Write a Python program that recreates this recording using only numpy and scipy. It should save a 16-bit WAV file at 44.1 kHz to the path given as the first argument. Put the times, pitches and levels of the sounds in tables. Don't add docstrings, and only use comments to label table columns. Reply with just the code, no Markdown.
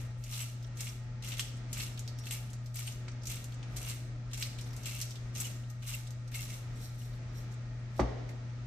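import sys
import numpy as np
from scipy import signal
from scipy.fft import rfft, irfft, next_fast_len
from scipy.io import wavfile
from scipy.ndimage import uniform_filter1d

SR = 44100
rng = np.random.default_rng(int(sys.argv[2]) if len(sys.argv) > 2 else 0)


def how_loud(loudness_db):
    steps = np.asarray(loudness_db, float) / 20
    return 10 ** steps


def unload_audio(sound):
    columns = np.transpose(np.atleast_2d(sound))
    steps = np.round(np.clip(columns, -1, 1) * 32767)
    wavfile.write(sys.argv[1], SR, steps.astype(np.int16))


N = 381906


def evened(x):
    return x / np.sqrt(np.mean(x ** 2) + 1e-20)


def read(points, hz):
    f, value = np.transpose(points)
    return np.interp(np.log(hz + 1), np.log(f + 1), value)


def coloured(x, points, share=0.99):
    length = x.shape[-1]
    size = next_fast_len(length)
    gain = how_loud(share * read(points, np.fft.rfftfreq(size, 1 / SR)))
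    return irfft(rfft(x, size) * gain, size)[..., :length]


def resonate(x, hz, width):
    return signal.lfilter(*signal.iirpeak(hz, hz / max(width, 1), SR), x)


def resonate_twice(x, hz, width):
    return resonate(resonate(x, hz, width), hz, width)


def filtered(x, order, hz, kind):
    return signal.sosfilt(signal.butter(order, hz, kind, fs=SR, output="sos"), x)


def add(mix, s, sound):
    part = mix[..., round(s * SR):][..., :sound.shape[-1]]
    part += sound[..., :part.shape[-1]]


def wander(hz):
    knots = rng.standard_normal(int(N / SR * 60) + 2)
    return np.interp(np.arange(N) / SR * min(hz, 59), np.arange(len(knots)), knots)


def fractures(count):
    breaks_per_s = 1700
    size = how_loud(1.9 * np.minimum(rng.exponential(1, N), 3.5)) * (rng.random(N) < breaks_per_s / SR)
    kind = rng.integers(0, count, N)
    out = np.zeros((2, N))
    for k, hz in enumerate(np.geomspace(2200, 13000, count)):
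        paths = rng.standard_normal((2, 200)) * np.exp(-np.arange(200) / 22.5)
        paths[:, 0] += 2.5
        paths = evened(resonate(paths, hz, 0.43 * hz)) * (hz / 6000) ** 0.24
        clump = how_loud(3.24 * wander(40) + 2.0 * wander(9))
        hits = size * clump * (kind == k)
        out += signal.oaconvolve(hits[None], paths, axes=1)[:, :N]
    return evened(out)


def swell(top, hold, db, rise, fall):
    t = np.arange(0, N + 32, 32) / SR - top
    climb, drop = -t / max(rise, 1e-3), (t - hold) / max(fall, 1e-3)
    return how_loud(2 * (db - 20 * np.maximum(np.maximum(climb, drop), 0)))


# (top t/s, hold/s, level/dB, rise/s per 20 dB)
WRIST_SURGES = [(0.0, 0.0063, -48.5, .01), (0.29, 0.064, -67, 1.5), (0.337, 0.063, -39.5, 0.11),
                (0.4, 0.0097, -37, 0), (0.807, 0.068, -41.5, 0.05), (1.237, 0.091, -44.5, -1),
                (1.275, 0.0058, -41.5, -0.27), (1.37, 0.037, -42, -0.25), (1.76, 0.034, -74, -2),
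                (1.789, 0.045, -38, 0.07), (2.317, 0.0027, -36.5, -0.01), (2.756, 0.043, -42, -0.15),
                (2.79, 0.00024, -39, -0.12), (2.875, 0, -43.5, 0.05), (3.307, 0.031, -39, 0.04),
                (3.762, 0, -41.5, -0.56), (3.811, 0.012, -43, 0.01), (3.895, 0.0042, -37, 0.13),
                (4.332, 0.009, -43.5, -0.27), (4.418, 0, -37.5, 0.08), (4.857, 0.014, -42.5, 0),
                (4.882, 0, -46, .02), (4.962, .004, -49.5, 0.01), (5.004, 0.0059, -41, 0.24),
                (5.36, 0.034, -42.5, 0.02), (5.4, 0.0041, -37, 0.01), (5.453, 0, -39, -0.01),
                (5.823, 0.046, -54, -0.64), (5.888, 0, -38.5, 0.05), (5.935, 0.0083, -39, 0.08),
                (6.315, 0.036, -49.5, -0.22), (6.344, 0.0074, -40.5, -0.01), (6.406, 0.027, -43, -0.09),
                (6.511, 0.038, -46, 0.08)]
# (top t/s, level/dB, rise/s per 20 dB, fall/s per 20 dB)
GRIP_RUSTLES = [(.68, -62, 0.086, -0.5), (2.08, -73, 0.0055, -0.5), (2.19, -63, .008, -1),
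                (2.535, -57, .005, -0.5), (2.72, -66, .4, 0.5), (3.14, -64.5, 0.12, -15),
                (3.74, -83, .1, -5), (4.6, -63.5, .05, 0.5), (4.76, -66, .4, 6), (5.7, -52, .008, 0),
                (6.278, -67, 0.0058, 0), (6.835, -49, 0.11, .1), (7.022, -55.5, 0.33, 0.26),
                (7.38, -53, 0.064, 0.1), (7.53, -61.5, .04, .04), (7.7, -82.5, .08, -2.5),
                (7.93, -78, 0.33, -1), (7.975, -55.5, 0.051, 0.04), (8.659, -62.5, .005, -2.5),
                (7.14, -71.5, .02, 4), (2.261, -43.5, 0.035, 0.16), (8.5, -69.5, .15, 0.2),
                (.18, -66, .01, -5), (5.64, -77, 0.02, 3), (8.292, -59, .004, 0.1), (1.58, -60, .05, .06),
                (7.99, -58, .04, 0.04)]


def effort():
    release_s, trickle_s = 0.092, 0.23
    trickle_db = -16
    bite = sum(swell(*row, release_s) for row in WRIST_SURGES)
    trickle = sum(swell(s, hold, db + trickle_db, rise, trickle_s) for s, hold, db, rise in WRIST_SURGES)
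    rustle = sum(swell(s, 0, db, rise, fall) for s, db, rise, fall in GRIP_RUSTLES)
    bright = bite + trickle + rustle
    ring = bite * how_loud(2 * -1.35) + trickle * how_loud(2 * -13) + rustle * how_loud(2 * -8.5)
    airy = rustle * how_loud(2 * -11)
    return [np.interp(np.arange(N) / 32, np.arange(len(p)), np.sqrt(p)) for p in (bright, ring, airy)]


# (f/Hz, level/dB)
BURR_COLOUR = [(700, -13), (1200, -3.5), (1900, -5.5), (2700, 1), (3300, 1.5), (4000, 1.5), (5000, -7),
               (6300, -6.5), (7800, -10), (9000, -12), (10500, -10), (12000, -7.5), (14000, -7),
               (16000, -30)]
# (f/Hz, width/Hz, level/dB)
JAR_HOLLOW = [(2160, 300, -1), (2750, 250, 2), (3300, 400, -1)]
# (f/Hz, width/Hz, level/dB)
GLASS_WALL = [(5470, 620, -16.5), (6250, 210, -14), (7540, 600, -9.5), (8800, 520, -16)]


def crunch():
    bright, ring, airy = effort()
    grains = fractures(count=10) + .55 * rng.standard_normal((2, N))
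    grains = coloured(grains * how_loud(1.1 * wander(55)), BURR_COLOUR)
    low = evened(filtered(grains, 2, 3400, "low"))
    high = evened(filtered(grains, 2, 3400, "high"))
    wall = sum(how_loud(db) * evened(resonate(high, f, width)) for f, width, db in GLASS_WALL)
    high = evened(high + wall)
    jar = sum(how_loud(db + 1.5 * wander(8)) * evened(resonate(low, f, width)) for f, width, db in JAR_HOLLOW)
    hollow = evened(low + .2 * jar)
    top = resonate_twice(high, 13000, 5000)
    left, right = how_loud(-2.5) * (bright * high + ring * hollow + airy * top)
    return np.array([np.roll(left, 2), right])


# (t/s, peak level/dB, ring f/Hz)
GRAIN_CRACKS = [(0.3381, -28, 3840), (0.8057, -33, 2380), (1.224, -36, 4050), (1.247, -33, 2870),
                (1.32, -27, 2970), (1.3382, -28.5, 3170), (1.77, -29.5, 2770), (1.9757, -34.5, 3500),
                (2.0776, -30.5, 4670), (2.238, -38, 3630), (2.269, -28.5, 2780), (2.309, -26, 2980),
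                (2.8749, -29, 3070), (1.372, -41, 3330), (4.3127, -43, 3520), (4.337, -39, 3070),
                (4.3768, -36, 2660), (4.425, -20, 3000), (4.587, -31, 3470), (4.665, -45, 4230),
                (4.892, -33, 2670), (5.156, -37.5, 3500), (5.827, -38, 2760), (5.8895, -41, 2730),
                (5.936, -33, 2830), (6.069, -41.5, 3650), (6.321, -37, 2240), (6.343, -30.5, 4230),
                (6.3917, -35, 2680), (8.2908, -37.5, 2060)]
# (t/s, peak level/dB, ring f/Hz)
LEAF_SNAPS = [(0.2387, -33.5, 6240), (0.3116, -39, 5630), (0.771, -37, 6300), (0.8067, -24.5, 7000),
              (1.286, -29.5, 7160), (1.7296, -24.5, 7060), (2.743, -37.5, 7300), (2.7685, -33, 6090),
              (2.9208, -39, 6170), (3.234, -39, 5700), (3.255, -32.5, 5900), (3.271, -24, 7000),
              (3.299, -34, 7300), (3.767, -28.5, 7100), (3.8915, -29, 8050), (4.374, -33, 7380),
              (4.833, -36, 6100), (4.8568, -29, 7200), (5.014, -22.5, 5800), (5.351, -33.5, 6240),
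              (5.36, -35, 6050), (5.3787, -28.5, 7300), (5.4027, -18.5, 7540), (5.447, -32, 6600),
              (6.495, -40, 6650), (1.398, -20, 7260), (1.406, -33, 5650), (4.426, -23.5, 4360),
              (4.431, -43, 5200)]
# (t/s, peak level/dB, ring f/Hz)
STEM_TICKS = [(0.627, -43, 5670), (1.9935, -27, 6650), (2.1878, -32, 5560), (2.502, -44, 6410),
              (2.5326, -33.5, 6400), (2.66, -41.5, 5800), (3.4425, -30.5, 7160), (3.522, -41.5, 3450),
              (4.6114, -31, 5800), (4.733, -36, 5420), (4.765, -32.5, 6850), (5.108, -29.5, 5630),
              (5.701, -39.5, 6350), (6.107, -33.5, 6600), (6.277, -45, 5500), (7.978, -44, 5460)]
# (t/s, peak level/dB, ring f/Hz)
GLASS_KNOCKS = [(1.395, -16.5, 3200), (3.0814, -33.5, 2240), (3.082, -36.5, 1350), (3.542, -47, 6230),
                (3.629, -36, 2860), (7.9988, -26, 1920)]
# (top level against ring/dB, spray level/dB, dull above f/Hz)
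SHARPNESS = [
    (-19.5, -4, 13000),
    (-17, 0, 14200),
    (-16, -5.5, 13600),
    (-49, -3.5, 8100),
]


def cracks():
    kinds = (GRAIN_CRACKS, LEAF_SNAPS, STEM_TICKS, GLASS_KNOCKS)
    rows = [(*row, *edge) for kind, edge in zip(kinds, SHARPNESS) for row in kind]
    out, t = np.zeros((2, N)), np.arange(1500) / SR
    puffs = rng.standard_normal((len(rows), 5, 1500))
    for (s, db, hz, top_db, spray_db, dull_hz), puff in zip(rows, puffs):
        burst = (puff[0] + 0.24 * puff[1:3]) * np.exp(-t / 0.00049)
        spray_shape = np.exp(-t / 0.012) * (1 - np.exp(-t / 0.00057))
        burst += how_loud(spray_db - 0.44 * (db + 38.0)) * puff[3:] * spray_shape
        burst = filtered(burst, 4, dull_hz, "low")
        ring = resonate(burst, hz, .3 * hz)
        wide = resonate(resonate_twice(burst, 5000, 8000), 1.3 * hz, 3 * hz)
        top = resonate_twice(burst, 12000, 6000)
        snap = ring / abs(ring).max() + .5 * wide / abs(wide).max()
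        snap += how_loud(top_db + 7.5) * top / abs(top).max()
        add(out, s - .0002, how_loud(db - 5.5) * snap)
    return out


def scraped(rows, width, t60):
    out, t = np.zeros((2, N)), np.arange(4000) / SR
    scrapes = rng.standard_normal((len(rows), 3, 4000))
    for (s, length, db, hz), scrape in zip(rows, scrapes):
        rub = 0.77 * scrape[0] + scrape[1:]
        tone = resonate(resonate(rub, hz, width * hz), hz, 2 * width * hz)
        tone = tone[:, ::-1]
        shape = np.minimum(t / 0.00079, 1) * how_loud(-60 * np.maximum(t - length, 0) / t60)
        held = round(max(length, .003) * SR)
        add(out, s, how_loud(db - 0.5) * shape * tone / np.sqrt(np.mean(tone[:, :held] ** 2)))
    return out


# (start t/s, length/s, level/dB, f/Hz)
GLASS_NOTES = [(0.408, 0.019, -48, 7850), (0.803, 0.009, -61, 8100), (0.866, 0.01, -53, 7450),
               (1.323, 0.009, -49, 2970), (1.39, 0.013, -47, 8700), (1.729, 0.009, -56, 6130),
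               (1.792, 0.023, -57, 5470), (1.789, 0.024, -50, 2690), (1.8, 0.009, -46, 4440),
               (1.824, 0.013, -53, 5230), (1.824, .01, -52, 2190), (2.264, 0.013, -53, 2710),
               (2.307, 0.022, -50, 8300), (2.318, 0.01, -52, 6200), (2.318, 0.013, -49, 7600),
               (2.874, 0.009, -48, 8630), (3.294, 0.033, -57, 7200), (3.878, 0.022, -52, 2850),
               (3.887, 0.033, -57, 7430), (4.407, 0.009, -53.5, 8060), (4.855, 0.009, -48, 7530),
               (4.884, 0.011, -53, 2670), (5.36, 0.011, -53, 5990), (5.399, 0.01, -59, 5390),
               (5.405, 0.009, -48, 5990), (5.403, 0.013, -43, 7840), (5.442, 0.019, -50, 7370),
               (5.444, 0.014, -46.5, 2960), (5.446, 0.016, -51, 6510), (5.888, 0.016, -51, 2800),
               (5.94, 0.01, -41, 2740), (5.942, 0.013, -51, 7800), (6.336, 0.042, -53, 2700),
               (6.345, 0.018, -46, 2180), (6.352, 0.0093, -51, 7860), (6.357, 0.014, -51, 8600),
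               (6.387, 0.016, -52, 2730), (6.394, 0.009, -53, 2120), (6.76, .02, -67, 7650),
               (6.77, .012, -69.5, 8750), (6.84, 0.024, -63.5, 8750), (6.84, .03, -64, 12200),
               (4.95, .014, -52, 2750), (7.025, .015, -66, 7700), (7.37, .03, -66, 12200),
               (6.278, 0.0065, -66, 8500), (8.03, 0.025, -38.5, 270.4)]


def singing_glass():
    return scraped(GLASS_NOTES, width=0.02, t60=0.034)


# (start t/s, length/s,
# level/dB, centre f/Hz)
LOOSE_FLAKES = [(.421, .006, -49, 12000), (.642, .006, -57, 3300), (.644, .005, -56, 5600),
                (.786, .005, -55, 7800), (.89, .005, -48, 5600), (1.264, .005, -51, 5600),
                (1.378, .006, -53, 12000), (1.567, .005, -60, 7760), (1.742, .005, -51, 3000),
                (1.774, .005, -47, 7800), (2.193, .005, -58, 8700), (2.309, .004, -42, 7800),
                (2.309, 0.004, -47, 3020), (2.309, .004, -47, 12000), (2.324, .006, -47, 12000),
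                (2.494, .005, -60, 3200), (2.784, .005, -49, 5630), (2.798, .005, -47.5, 7800),
                (2.838, .005, -57, 5600), (3.083, .005, -59, 4500), (3.094, .004, -60.5, 6000),
                (3.112, .008, -58, 5800), (3.217, .008, -59, 5500), (3.313, .005, -54, 5600),
                (3.314, 0.0069, -52, 12500), (3.355, .005, -50, 7800), (3.541, .004, -60, 7200),
                (3.866, .007, -52.5, 2800), (1.395, 0.0027, -49, 1200), (4.641, .005, -55.5, 6200),
                (4.706, .005, -58, 5600), (4.844, 0.0044, -59, 3000), (4.892, .005, -51, 7800),
                (5.017, .006, -49.5, 12500), (5.114, 0.0046, -54, 3300), (5.408, .007, -45, 12500),
                (5.635, .005, -61, 3000), (5.851, .005, -54, 3000), (5.891, .006, -47, 8000),
                (5.891, .006, -50, 12000), (5.946, .007, -48, 12000), (6.071, .005, -56, 7500),
                (6.073, 0.0042, -56.5, 5500), (6.359, .006, -50, 12000), (7.014, .005, -60, 2960),
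                (7.134, .005, -61.5, 4200), (7.517, .005, -61, 6500), (7.54, .005, -60, 7000),
                (7.984, 0.0071, -49.5, 600), (7.997, .008, -50, 5900)]


def flakes():
    return scraped(LOOSE_FLAKES, width=0.2, t60=0.04)


# (start t/s, end t/s, f/Hz, level/dB)
CAP_SQUEAKS = [
    (2.16, 2.244, 5600, -62),
    (6.737, 6.79, 5600, -71),
    (6.792, 6.918, 5590, -65),
    (6.97, 7.083, 5560, -67),
    (7.274, 7.327, 5600, -73),
    (7.348, 7.405, 5600, -62),
    (3.994, 4.264, 296, -61),
]


def squeaks():
    out = np.zeros(N)
    for start, end, hz, db in CAP_SQUEAKS:
        grit, size = rng.standard_normal(SR), round((end - start) * SR)
        rub = resonate(grit, hz, hz / 60)[-size:]
        slips = evened(resonate(grit, 45, 60))[-2 * size:-size]
        whistle = evened(rub * how_loud(1.5 * slips))
        add(out, start, whistle * how_loud(db) * signal.windows.tukey(size, .5))
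    return out


# (f/Hz, level/dB, time to fade 60 dB/s)
BOARD_MODES = [(58.6, -6.5, 0.34), (113, -20.5, 0.094), (204, -4, 0.12), (263.7, -9.5, 0.45),
               (311, -8.5, 0.11), (361, -2, 0.071), (570, -14, .07), (662, -13, 0.12), (873, -10, 0.12),
               (1133, -4.5, 0.11), (1830, -7.5, 0.11), (2280, -11, .09)]
# (t/s, level/dB, softness/s)
BASE_BLOWS = [
    (7.9935, -10.5, 0.00083),
    (7.9977, -14.5, 0.0013),
    (8.0049, -25.5, 0.0017),
    (8.0157, -19, 0.0013),
]
# (f/Hz, level/dB)
COUNTER_RATTLE = [(120, -3), (250, 9), (450, 2), (750, 3), (1200, 6), (1500, -6), (2200, -4.5), (3000, -17),
                  (6000, -18), (9000, -46)]
# (f/Hz, level/dB)
COUNTER_HOLLOW = [(120, -6), (300, 9.5), (750, 7.5), (1100, -2), (1500, -8.5), (2000, -3), (2500, -19),
                  (3000, -13.5), (6000, -21), (9000, -52)]


def set_down():
    t, push = np.arange(SR // 2) / SR, np.zeros(N)
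    board = np.zeros(len(t))
    for hz, db, t60 in BOARD_MODES:
        late = np.minimum(t * hz / 1.1, 1)
        board += how_loud(db - 60 * t / t60) * np.sin(2 * np.pi * hz * t) * late
    shared, *apart = rng.standard_normal((3, len(t)))
    shaken = shared + 1.6 * np.array(apart)
    rattle = evened(coloured(shaken, COUNTER_RATTLE)) * how_loud(-60 * t / 0.13)
    rattle += evened(coloured(shaken[:, ::-1], COUNTER_HOLLOW)) * how_loud(-9.5 - 60 * t / 1.11)
    for k, (s, db, soft) in enumerate(BASE_BLOWS):
        blow = signal.windows.hann(round(soft * SR) + 3) / (soft * SR / 2)
        add(push, s, -(-1) ** k * how_loud(db) * blow)
    knock = how_loud(25.5) * resonate(resonate(push, 680, 610), 700, 1200)
    wood = np.roll(signal.oaconvolve(push, board)[:N], round(0.00143 * SR))
    out = np.tile(knock + how_loud(-9.5) * wood, (2, 1))
    add(out, BASE_BLOWS[0][0], how_loud(-28.5) * rattle * (1 - np.exp(-(t / 0.0012) ** 2)))
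    return out * how_loud(np.array([[-.4], [.4]]))


# (f/Hz, time to fade 60 dB/s)
ROOM_FADE = [(100, 0.22), (400, 0.33), (1500, 0.46), (5000, 0.7), (12000, 0.42)]


def kitchen(x):
    taps = np.zeros((2, SR // 2))
    at = np.arange(120, SR // 2 - 20, 20)
    at = at + rng.integers(0, 20, (2, len(at)))
    np.put_along_axis(taps, at, rng.choice([-1., 1.], at.shape), 1)
    hz, t, z = signal.stft(taps, SR, nperseg=256)
    fade = how_loud(-60 * t / read(ROOM_FADE, hz)[:, None])
    tail = signal.istft(z * fade, SR, nperseg=256)[1]
    return signal.fftconvolve(x, tail / np.linalg.norm(tail[0]), axes=1)[:, :N]


# (f/Hz, rms level/dB)
COMPRESSOR_TONES = [(239.3, -65.5), (65.4, -83), (617, -73.5), (729, -79), (847, -78.5)]
# (t/s, change of level/dB)
HUM_SHADE = [(.05, 2), (.26, -4), (.5, -2.5), (.93, -5.5), (1.23, -4), (1.47, -5.5), (1.92, -4), (2.27, -2),
             (2.51, -2), (2.94, -4), (3.25, -2.5), (3.42, -6), (3.82, -2.5), (3.98, -3), (4.53, -5),
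             (4.8, -5), (5.14, -6), (5.52, -1.5), (5.84, -2.5), (6.03, -2), (6.46, -4), (6.59, -4),
             (6.87, -4), (8.03, 5.5), (8.34, -1)]


def fridge():
    t, out = np.arange(N) / SR, np.zeros(N)
    for f, db in COMPRESSOR_TONES:
        out += how_loud(db) * np.sqrt(2) * np.sin(2 * np.pi * (f * t + rng.random()))
    dip_s = 0.043
    shade_db = sum(np.interp(t, [s - dip_s, s, s + dip_s], [0, db, 0]) for s, db in HUM_SHADE)
    return out + how_loud(-41 + shade_db) * np.sqrt(2) * np.sin(2 * np.pi * 120 * t)


# (f/Hz, level/dB)
AIR_COLOUR = [(15, -37), (35, -8), (70, -10.5), (140, -8.5), (250, -11), (330, -17.5), (650, -22.5),
              (1000, -26.5), (1400, -25), (2300, -26.5), (2900, -32), (6500, -35.5), (8800, -54),
              (11000, -52.5)]
# (f/Hz, width/Hz, rms level/dB)
FAN_DRONES = [(42.4, 44, -55), (91, 67, -61.5), (209.7, 10.6, -73), (515, 17, -78), (600, 175, -78),
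              (659, 16, -77.5), (359, 16, -75.5), (731.3, 12, -80), (860, 14, -75.5), (1235, 61, -73.5),
              (1342, 75, -74), (1871, 44, -73.5)]
# (f/Hz, likeness 0 to 1)
LIKENESS = [(30, 0.9), (150, 0.91), (400, 0.71), (1000, 0.34), (2500, 0.034), (6000, 0.04)]


def air():
    hz = np.fft.rfftfreq(N, 1 / SR)
    a, b, c, d = rng.standard_normal((4, len(hz)))
    same = np.clip(read(LIKENESS, hz), 0, 1)
    left = a + 1j * b
    right = same * left + np.sqrt(1 - same ** 2) * (c + 1j * d)
    pair = irfft(np.array([left, right]), N)
    out = how_loud(-52 + 1.7 * wander(4)) * evened(coloured(pair, AIR_COLOUR))
    for f, width, db in FAN_DRONES:
        out += how_loud(db) * evened(resonate_twice(pair, f, width))
    return out


def scene():
    mill = crunch() + squeaks() + cracks()
    jar = set_down()
    echo = how_loud(-8.0) * kitchen(mill) + how_loud(-11.5) * kitchen(jar)
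    return mill + jar + echo + singing_glass() + flakes() + fridge() + air()


# (f/Hz, left minus right level/dB)
PORT_COLOUR = [(60, 3), (250, 0), (700, 0.5), (2000, 0.5), (4000, 0), (5600, -3.5), (6800, -2.5),
               (8000, 9.5), (9500, 2.5), (11500, 6), (14000, -1.5)]


def at_ports(dry):
    left = coloured(dry[0], PORT_COLOUR, share=.5)
    right = coloured(dry[1], PORT_COLOUR, share=-.5)
    return np.array([left, right])


# (f/Hz, level/dB)
FAINTEST = [(1500, -132), (8500, -120), (9300, -98), (11000, -96.5), (14500, -98)]


def gated(x):
    hz, t, z = signal.stft(x, SR, "cosine", nperseg=2048)
    bands = (abs(z[:, :1024]) ** 2).reshape(2, 64, 16, -1).mean(2)
    waver = rng.exponential(1, bands.shape[1:]) - 1
    limit_db = read(FAINTEST, hz[8:1024:16])[:, None] + 6 * uniform_filter1d(waver, size=2, axis=1)
    z[:, :1024] *= np.repeat(10 * np.log10(bands + 1e-20) > limit_db, 16, axis=1)
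    return signal.istft(z, SR, "cosine", nperseg=2048)[1][:, :N]


def top_cut(x):
    return signal.sosfilt(signal.butter(12, 15870, fs=SR, output="sos"), x)


def record(dry):
    edge = signal.firwin(numtaps=401, cutoff=14750, window=("kaiser", 5), fs=SR)
    ports = signal.oaconvolve(at_ports(dry), edge[None], "same")
    mix = gated(ports)
    return top_cut(mix)


dry = scene()
out = record(dry)
unload_audio(out)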